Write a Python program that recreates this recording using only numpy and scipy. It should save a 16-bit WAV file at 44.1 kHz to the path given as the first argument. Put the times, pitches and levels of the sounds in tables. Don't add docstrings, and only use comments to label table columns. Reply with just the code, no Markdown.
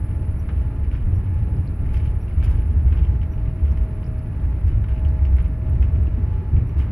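import sys
import numpy as np
from scipy import signal
from scipy.fft import rfft, irfft, next_fast_len
from scipy.io import wavfile
from scipy.ndimage import uniform_filter1d

SR = 44100
rng = np.random.default_rng(int(sys.argv[2]) if len(sys.argv) > 2 else 0)


def wav_record(signal):
    frames = np.transpose(np.atleast_2d(signal))
    bounded = np.clip(frames, -1, 1)
    quanta = np.round(bounded * 32767).astype(np.int16)
    wavfile.write(sys.argv[1], SR, quanta)


N = 304731
TIME = np.arange(N) / SR

# frequency in Hz, relative response in dB.
AIR_SPECTRUM = [(200, 9.5), (600, 1), (800, 2.5), (1200, -0.5), (1500, -4), (1900, -5), (2600, -10),
                (3200, -24), (3900, -24.5), (5400, -29.5), (6500, -35.5), (9000, -39)]
HISS_SPECTRUM = [(7000, -35), (8900, -15), (9600, -2), (10400, 0), (11000, -4), (11800, -14), (14000, -28)]
PANEL_SPECTRUM = [(200, -17), (500, -8), (1000, 3), (1350, 2), (1550, 0), (1800, -1), (2200, -4),
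                  (3000, -8), (4200, -24), (7000, -36)]
METAL_SPECTRUM = [(1500, -22.5), (3000, 5), (4200, -4.5), (5000, 3), (6000, -8.5), (6700, -1.5),
                  (8500, -15), (9700, 0.5), (10600, 3.5), (12000, -7), (15000, -8)]
TRIM_SPECTRUM = [(400, -20), (900, -5), (1250, -2), (1550, -4), (1850, 0), (2350, 1.5), (2600, 1.5),
                 (2750, 0), (2950, 2), (3250, -6.5), (3600, -14), (4100, -19.5), (4600, -20), (5030, -17.5),
                 (5400, -22), (5800, -21), (6300, -31), (6700, -28), (7300, -38), (13000, -43)]
ROAR_SPECTRUM = [(70, -12), (120, 4.5), (160, 5), (180, -1), (195, 1), (210, -2.5), (260, -6.5),
                 (312, -5.5), (330, -10.5), (355, -8), (398, -14.5), (420, -10), (478, -20), (520, -17.5),
                 (650, -27), (1000, -43), (2000, -72)]
HULL_SPECTRUM = [(12, -26.5), (22, -16), (34, -14), (43, -12), (53, 3), (60, -2.5), (69, 0), (78, -8),
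                 (100, -27)]
FLOOR_SPECTRUM = [(55, -28.5), (72, -4.5), (82, 6.5), (105, 2), (130, -8.5), (170, -27), (260, -60)]
# frequency in Hz, relative response in dB.
DEEP_SPECTRUM = [(14, -17), (24, -4.5), (34, 0), (44, -5.5), (60, -19.5)]
# frequency in Hz, side minus mid level in dB.
WIDTH = [(60, -48), (110, -40), (160, -41), (320, -29), (740, -20), (1200, -17), (1700, -13), (2100, -7),
         (2700, 1), (4000, 1), (7000, 0), (8200, 3), (10500, -3), (12000, 1), (14000, 0)]

# time in seconds, mean level in dB rms.
FAN_LEVEL = [(0, -57), (0.55, -55), (1.2, -59.5), (3.05, -56.5), (3.6, -52), (4.15, -50), (4.45, -62),
             (4.68, -56), (5, -50.5), (6.05, -52.5), (6.5, -59.5), (6.91, -55.5)]
# time in seconds, peak level in dB.
PUMP_LEVEL = [(0, -56.5), (2.1, -55.5), (3, -57), (4.4, -58.5), (5.1, -56), (6.05, -58.5), (6.4, -52),
              (6.91, -58.5)]
# time in seconds, level in dB rms.
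ELECTRIC_LEVEL = [(0, -64), (0.9, -72.5), (2.6, -68.5), (3.3, -78), (3.95, -71), (6.1, -78.5), (6.91, -79)]
# mean frequency in Hz, mean level in dB rms, rms wander in Hz,
# phase between the ears in radians.
MACHINE_TONES = [(68.5, -31, 1.2, 0), (1368, -69, 1, .2), (1709, -68.5, 1, .3), (3663, -87, 6, 1),
                 (9376, -94, 3, 1.8), (9589, -90, 3, 1.5), (12328, -79, 3, 1), (13670, -87, 3, 2.4)]

# start in seconds, level in dB before the knock gain and panel filter.
KNOCKS = [(0.49, -31), (2.427, -31), (4.842, -34), (5.825, -36)]
# start in seconds, level in dB before gain and filter, decay in seconds.
SHUDDERS = [(0.493, -52, 0.023), (0.927, -52, 0.058), (2.435, -52.5, 0.11), (2.924, -51, 0.056),
            (4.891, -50, 0.035), (5.379, -51, 0.052), (5.825, -48.5, 0.013), (6.786, -50, 0.074)]
# start in seconds, envelope peak in dB before filtering.
CLICKS = [(0.585, -60), (1.089, -62), (4.61, -62), (4.889, -58), (5.366, -52), (5.424, -54), (5.482, -57),
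          (5.696, -52), (5.753, -59.5), (5.806, -59.5), (5.925, -57.5), (6.035, -55.5), (6.673, -57)]
# start in seconds, level in dB before rise, gain and filter,
# decay in seconds.
JINGLES = [(1.932, -55.5, 0.025), (1.968, -62, 0.028), (2.432, -51, 0.011), (2.442, -46, 0.0095),
           (2.498, -56, 0.025), (2.055, -62.5, 0.018), (2.957, -62, 0.016), (4.665, -58, .02),
           (5.367, -84, 0.033), (5.809, -58.5, 0.019), (6.781, -50.5, 0.0084), (6.807, -58, .02)]
# peak time in seconds, mean pitch in Hz, peak level of each partial in dB.
SQUEAKS = [(0.395, 5770, -62.5), (1.16, 5700, -64.5), (2.22, 5730, -63), (3.325, 5770, -65),
           (6.69, 5800, -68)]
# start in seconds, envelope peak in dB, mean ring frequency in Hz.
TICKS = [(1.566, -60, 5030), (1.675, -50.5, 4160), (1.68, -61, 4650), (1.974, -53, 5030),
         (2.047, -62, 6350), (3.687, -66, 5500), (3.718, -56, 5270), (3.774, -65, 5370),
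         (4.041, -55.5, 5140), (4.064, -56, 5040), (4.19, -59, 4800), (5.085, -56, 4960),
         (5.255, -56, 5000)]
# start in seconds, level in dB before rise, gain and filter, decay in seconds.
RUBS = [(0.91, -54.5, .06), (1.935, -51.5, 0.087), (2.055, -62, 0.086), (2.285, -60.5, .05),
        (2.425, -56, 0.12), (2.88, -58, 0.085), (2.96, -61.5, .08), (3.21, -63, .04), (3.03, -61, .03),
        (3.65, -57, .12), (4.67, -59.5, 0.059), (4.875, -63.5, 0.072), (4.955, -62, 0.026),
        (5.38, -61.5, 0.093), (6.795, -57, 0.033)]
# start in seconds, level in dB before the tap or piece gain.
CHATTER = [(0.113, -45), (0.492, -45), (0.841, -45), (0.916, -43), (0.951, -43), (0.96, -44), (1.39, -47),
           (1.858, -43), (1.891, -42), (1.943, -37), (1.957, -43), (1.969, -37), (2.0, -42), (2.058, -39),
           (2.076, -43), (2.153, -46), (2.281, -44), (2.31, -42), (2.403, -42), (2.418, -45), (2.434, -37),
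           (2.448, -42), (2.468, -41), (2.497, -44), (2.511, -41), (2.552, -45), (2.59, -45), (2.882, -45),
           (2.896, -46), (2.926, -39), (2.974, -39), (2.991, -41), (3.033, -43), (3.05, -38), (3.216, -41),
           (3.233, -41), (3.336, -46), (3.458, -44), (3.476, -45), (3.593, -45), (3.65, -46), (3.774, -38),
           (3.832, -45), (4.03, -44), (4.683, -39), (4.886, -41), (4.962, -43), (4.979, -43), (5.05, -39),
           (5.192, -45), (5.252, -37), (5.367, -42), (5.385, -36), (5.401, -42), (5.445, -41), (5.827, -35),
           (5.845, -43), (5.958, -45), (6.071, -42), (6.339, -47), (6.566, -42), (6.595, -46), (6.695, -44),
           (6.801, -37), (6.813, -43), (6.821, -43)]

# start in seconds, envelope peak in dB, airframe ring in Hz.
JOINTS = [(0.278, -14.5, 83), (0.563, -13, 67.5), (1.031, -14, 30.2), (1.066, -13.5, 90.4),
          (1.278, -14, 92.4), (1.343, -15.5, 66.3), (1.467, -16.5, 78), (1.868, -17, 30), (1.895, -14, 61),
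          (2.381, -13, 75.2), (2.472, -7.5, 68.6), (2.49, -19, 33), (2.689, -10, 74), (2.76, -9.5, 76.3),
          (2.857, -8.5, 68), (3.008, -6.5, 68), (3.208, -12.5, 78), (3.628, -10.5, 70.3),
          (3.801, -11, 56.5), (4.659, -9.5, 69), (4.69, -18, 31.7), (4.78, -15.5, 90.7), (5.054, -10.5, 75),
          (5.212, -9, 70), (5.331, -7, 64.8), (5.676, -23.5, 73.3), (5.796, -8, 63.4), (5.903, -14.5, 72.7),
          (6.017, -12, 68), (6.076, -33, 307), (6.177, -24.5, 237), (6.294, -18, 79.2), (6.371, -14.5, 82),
          (6.415, -32.5, 376), (6.54, -20, 83), (6.77, -11.5, 69.4)]
# start in seconds, length in seconds,
# deep hull rumble in dB, floor drumming in dB.
PATCHES = [(0.0, 0.27, -29.5, -26.5), (0.525, .13, -22.5, -29), (0.833, 0.08, -21.5, -33.5),
           (1.06, 0.12, -21.5, -19), (1.323, 0.29, -25, -21), (1.793, 0.33, -20.5, -25.5),
           (2.364, 0.22, -16, -22.5), (2.684, 0.1, -19, -24.5), (2.852, 0.28, -17, -24.5),
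           (3.399, .1, -20.5, -27.5), (3.615, 0.13, -18, -27.5), (4.412, .1, -19.5, -28),
           (4.643, 0.16, -18.5, -23.5), (4.886, 0.12, -21.5, -39), (5.015, 0.15, -20, -25.5),
           (5.219, 0.22, -18, -33), (5.637, 0.41, -20.5, -21.5), (6.13, 0.23, -22, -25.5),
           (6.532, 0.053, -17, -15), (6.762, 0.053, -21.5, -23)]

FAN_HZ, PUMP_HZ, ELECTRIC_HZ = 633, 853.8, 10957
PUMP_BEAT_HZ, PUMP_CREST_S = 1.6, 0.115
PUMP_SLIP_RAD = 0.36
PUMP_APART_RAD = 0.3
TONE_WAVER_DB = 1.5

RUSH_DB, RUSH_FOLLOW = -48, 0.08
BUZZ_DB, BUZZ_FOLLOW = -64, 0.27
ROAR_DB, ROAR_FOLLOW = -33.5, 0.35
DEEP_DB = -32.5

KNOCK_DB, KNOCK_RING_S = 10.5, 0.005
JINGLE_RISE_S = 0.012
SQUEAK_WAVER, SQUEAK_RISE_S, SQUEAK_FADE_S = 0.008, 0.007, 0.015
TICK_DECAY_S, TICK_WAVER = 0.0037, 0.089
TAP_DB, TAP_RING_S = 9, 0.003
RUB_DB, RUB_RISE_S = 1.5, 0.014
STRAY_DB, STRAY_RANGE_DB = -51, 5
BOUNCE_MIN_S, BOUNCE_SPREAD_S, BOUNCE_DROP_DB, BOUNCE_FADE_DB = 0.002, 0.011, 11, 3
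PIECE_LOW_HZ, PIECE_HIGH_HZ = 2000, 3000
PIECE_DB, PIECE_RISE_S, PIECE_RING_S = -1, 0.0003, 0.0016
RING_SIDE_DB, CONTACT_SPREAD = -5, 0.6
CABIN_DB, CABIN_T60_S = -3.5, 0.085

SMOOTH_HULL_DB, SMOOTH_FLOOR_DB = -29.5, -28.5
PATCH_ATTACK_S, PATCH_RELEASE_S = 0.01, 0.075
HULL_HZ, JOLT_RISE_S = 70, 0.015
JOLT_TAKEOVER = 2.3
TOP_HZ = 15600

EARS = np.array([[1], [-1]])


def undb(db):
    return 10 ** (np.asarray(db) / 20)


def unit(x):
    return x / np.sqrt(np.mean(x ** 2))


def line(table):
    s, db = np.transpose(table)
    return np.interp(TIME, s, db)


def walk(rate):
    hold = max(int(SR / rate), 1)
    steps = np.repeat(rng.standard_normal(N // hold + 1), hold)
    smooth = uniform_filter1d(uniform_filter1d(steps, hold), hold)
    return unit(smooth[:N])


def colour(x, points):
    size = next_fast_len(N + SR // 2, real=True)
    hz, db = np.transpose(points)
    f = np.maximum(np.fft.rfftfreq(size, 1 / SR), 1)
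    below = np.maximum(np.log(hz[0] / f), 0)
    above = np.maximum(np.log(f / hz[-1]), 0)
    log_gain = np.log(undb(np.interp(np.log(f), np.log(hz), db))) - below - 2 * above
    cepstrum = irfft(log_gain, size)
    cepstrum[1:size // 2] *= 2
    cepstrum[size // 2 + 1:] = 0
    response = np.exp(rfft(cepstrum))
    response = response / np.sqrt(np.mean(abs(response) ** 2))
    return irfft(rfft(x, size) * response, size)[..., :N]


def diffuse(size):
    mid, side = rng.standard_normal((2, size))
    hz, db = np.transpose(WIDTH)
    padded = next_fast_len(size, real=True)
    f = np.maximum(np.fft.rfftfreq(padded, 1 / SR), 1)
    width = undb(np.interp(np.log(f), np.log(hz), db))
    side = irfft(rfft(side, padded) * width, padded)[:size]
    return mid + side * EARS


def nearby(side_db):
    mid = rng.standard_normal(N)
    side = undb(side_db) * rng.standard_normal(N)
    return mid + side * EARS


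def tone(hz, wander_hz, apart):
    phase = 2 * np.pi * np.cumsum(hz + wander_hz * walk(3)) / SR
    return np.sqrt(2) * np.sin(phase + apart / 2 * EARS)


def blows(rows, rise_s=0):
    power = np.zeros(N)
    for s, db, decay in rows:
        start = int(np.clip(s, 0, TIME[-1]) * SR)
        age = TIME[:min(SR // 2, N - start)]
        power[start:start + len(age)] += (undb(db) * np.exp(-age / decay)) ** 2
    return uniform_filter1d(np.sqrt(power), max(int(rise_s * SR), 1))


def contacts(rows, ring_s):
    s, db = np.transpose(rows)
    at = np.clip(s * SR, 0, N - 1).astype(int)
    spikes = np.zeros(N)
    np.maximum.at(spikes, at, undb(db))
    keep = np.exp(-2 / (ring_s * SR))
    ring_power = signal.lfilter([1 - keep], [1, -keep], spikes ** 2 + 1e-18)
    pan = CONTACT_SPREAD * rng.uniform(-1, 1, N) * EARS
    return spikes * (1 + pan) + nearby(RING_SIDE_DB) * np.sqrt(ring_power)


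def crackle(count):
    rows = [(u * TIME[-1], 12 * v ** 2) for u, v in rng.random((count, 2))]
    return unit(contacts(rows, TAP_RING_S))


def air(shake_db):
    sway_db = 0.4 * walk(6)
    rush = colour(diffuse(N), AIR_SPECTRUM) * undb(RUSH_DB + RUSH_FOLLOW * shake_db + sway_db)
    hiss_db = np.interp(TIME, [0, TIME[-1]], [-74, -81]) + 1.8 * walk(25)
    return rush + colour(diffuse(N), HISS_SPECTRUM) * undb(hiss_db)


def machines():
    fan = tone(FAN_HZ, 0.9, 0.1) * undb(line(FAN_LEVEL) + 1.2 * walk(12))

    beat_phase = 2 * np.pi * PUMP_BEAT_HZ * (TIME - PUMP_CREST_S) + PUMP_SLIP_RAD * walk(4)
    beat = 1 + undb(-3) * np.exp(1j * beat_phase)
    pump_phase = 2 * np.pi * PUMP_HZ * TIME + PUMP_APART_RAD / 2 * EARS
    pumps = undb(line(PUMP_LEVEL)) * np.real(beat * np.exp(1j * pump_phase))

    second_whine = undb(-3 + 2 * walk(10)) * tone(ELECTRIC_HZ - 20, 2, 1.2)
    electric = (tone(ELECTRIC_HZ, 1.2, 1.5) + second_whine) * undb(line(ELECTRIC_LEVEL))

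    steady = np.zeros((2, N))
    for hz, db, wander, apart in MACHINE_TONES:
        steady += undb(db + TONE_WAVER_DB * walk(4.4)) * tone(hz, wander, apart)
    return fan + pumps + electric + steady


def squeaks():
    out = np.zeros(N)
    waver = 1 + SQUEAK_WAVER * walk(300)
    for s, hz, db in SQUEAKS:
        phase = 2 * np.pi * np.cumsum(hz * waver) / SR
        swell = np.exp(-np.maximum((s - TIME) / SQUEAK_RISE_S, (TIME - s) / SQUEAK_FADE_S))
        out += undb(db) * swell * (np.sin(phase) + np.sin(2 * phase))
    return out


def ticks():
    turns = np.cumsum(1 + TICK_WAVER * walk(1500)) / SR
    out = np.zeros(N)
    for s, db, hz in TICKS:
        out += blows([(s, db, TICK_DECAY_S)]) * np.sin(2 * np.pi * hz * turns)
    return out


def fittings():
    grain = unit(undb(2.5 * walk(700)))
    shudders = nearby(-21.5) * undb(3.5) * grain * blows(SHUDDERS)
    knocks = undb(KNOCK_DB) * contacts(KNOCKS, KNOCK_RING_S)
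    panel = colour(knocks + shudders, PANEL_SPECTRUM)
    click_rows = [(s, db, 0.0015) for s, db in CLICKS]
    clicks = colour(nearby(-4) * blows(click_rows), HISS_SPECTRUM)
    jingles = nearby(0.5) * undb(-3) * grain * blows(JINGLES, JINGLE_RISE_S)
    return panel + clicks + colour(jingles, METAL_SPECTRUM)


def tap(s, db, chance):
    delays = np.cumsum(BOUNCE_MIN_S + BOUNCE_SPREAD_S * chance)
    bounces = [(s + delay, db - BOUNCE_DROP_DB - BOUNCE_FADE_DB * k) for k, delay in enumerate(delays)]
    return [(s, db)] + bounces


def pieces(taps):
    out = np.zeros((2, N + SR))
    age = TIME[:SR // 50]
    shape = (1 - np.exp(-age / PIECE_RISE_S)) * np.exp(-age / PIECE_RING_S)
    for rows, (pitch, place) in zip(taps, rng.random((len(taps), 2))):
        hz = PIECE_LOW_HZ + (PIECE_HIGH_HZ - PIECE_LOW_HZ) * pitch
        note = shape * np.sin(2 * np.pi * hz * age + (2 * place - 1) * EARS)
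        for s, db in rows:
            start = int(s * SR)
            out[:, start:start + len(age)] += undb(db + PIECE_DB) * note
    return out[:, :N]


def trim(shake_db):
    buzz = crackle(count=1300) * undb(BUZZ_DB + BUZZ_FOLLOW * shake_db)
    rubs = undb(RUB_DB) * crackle(count=2600) * blows(RUBS, RUB_RISE_S)
    taps = []
    for when, weak, *chance in rng.random((30, 5)):
        db = STRAY_DB - STRAY_RANGE_DB * weak + BUZZ_FOLLOW * shake_db[int(when * N)]
        taps.append(tap(when * TIME[-1], db, np.array(chance)))
    for (s, db), chance in zip(CHATTER, rng.random((len(CHATTER), 3))):
        taps.append(tap(s, db, chance))
    strikes = undb(TAP_DB) * contacts(sum(taps, []), TAP_RING_S)
    return colour(buzz + rubs + strikes, TRIM_SPECTRUM) + pieces(taps)


def cabin(x):
    age = TIME[:SR // 3]
    tail = diffuse(len(age)) * undb(-60 * age / CABIN_T60_S)
    tail /= np.sqrt(np.sum(tail ** 2, axis=1, keepdims=True))
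    return x + undb(CABIN_DB) * signal.fftconvolve(x, tail, axes=1)[:, :N]


def shaking():
    hull_power, floor_power = undb(SMOOTH_HULL_DB) ** 2, undb(SMOOTH_FLOOR_DB) ** 2
    for s, length, hull_db, floor_db in PATCHES:
        age = TIME - s
        attack = np.clip(age / PATCH_ATTACK_S + 0.5, 0, 1)
        swell = attack * np.exp(-np.maximum(age - length, 0) / PATCH_RELEASE_S)
        hull_power = hull_power + (undb(hull_db) * swell) ** 2
        floor_power = floor_power + (undb(floor_db) * swell) ** 2
    return np.sqrt(hull_power), np.sqrt(floor_power)


def boom(points):
    x = colour(diffuse(N), points)
    return x / np.sqrt(uniform_filter1d(x[0] ** 2, size=SR // 14))


def wheels(hull, floor):
    thumps, jolt_power = np.zeros(N), np.zeros(N)
    for s, db, hz in JOINTS:
        age = np.maximum(TIME - s, 0)
        rise = JOLT_RISE_S * np.sqrt(HULL_HZ / hz)
        swell = undb(db) * age / rise * np.exp(1 - age / rise)
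        thumps += swell * np.sin(2 * np.pi * hz * age)
        jolt_power += swell ** 2
    give_way = 1 / np.sqrt(1 + JOLT_TAKEOVER * jolt_power / (hull ** 2 + floor ** 2))
    rumble = boom(HULL_SPECTRUM) * hull * give_way
    drumming = boom(FLOOR_SPECTRUM) * floor * np.sqrt(give_way)
    roar = colour(diffuse(N), ROAR_SPECTRUM) * undb(ROAR_DB) * (floor / np.mean(floor)) ** ROAR_FOLLOW
    deep = colour(diffuse(N), DEEP_SPECTRUM) * undb(DEEP_DB)
    return rumble + drumming + thumps + roar + deep


def scene():
    hull, floor = shaking()
    shake_db = 20 * np.log10(np.hypot(hull, floor))
    shake_db = shake_db - np.mean(shake_db)
    rattles = trim(shake_db) + fittings() + ticks() + squeaks()
    return air(shake_db) + machines() + cabin(rattles) + wheels(hull, floor)


def record(dry):
    return signal.sosfilt(signal.ellip(8, 0.2, 70, TOP_HZ, fs=SR, output="sos"), dry)


dry = scene()
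out = record(dry)
wav_record(out)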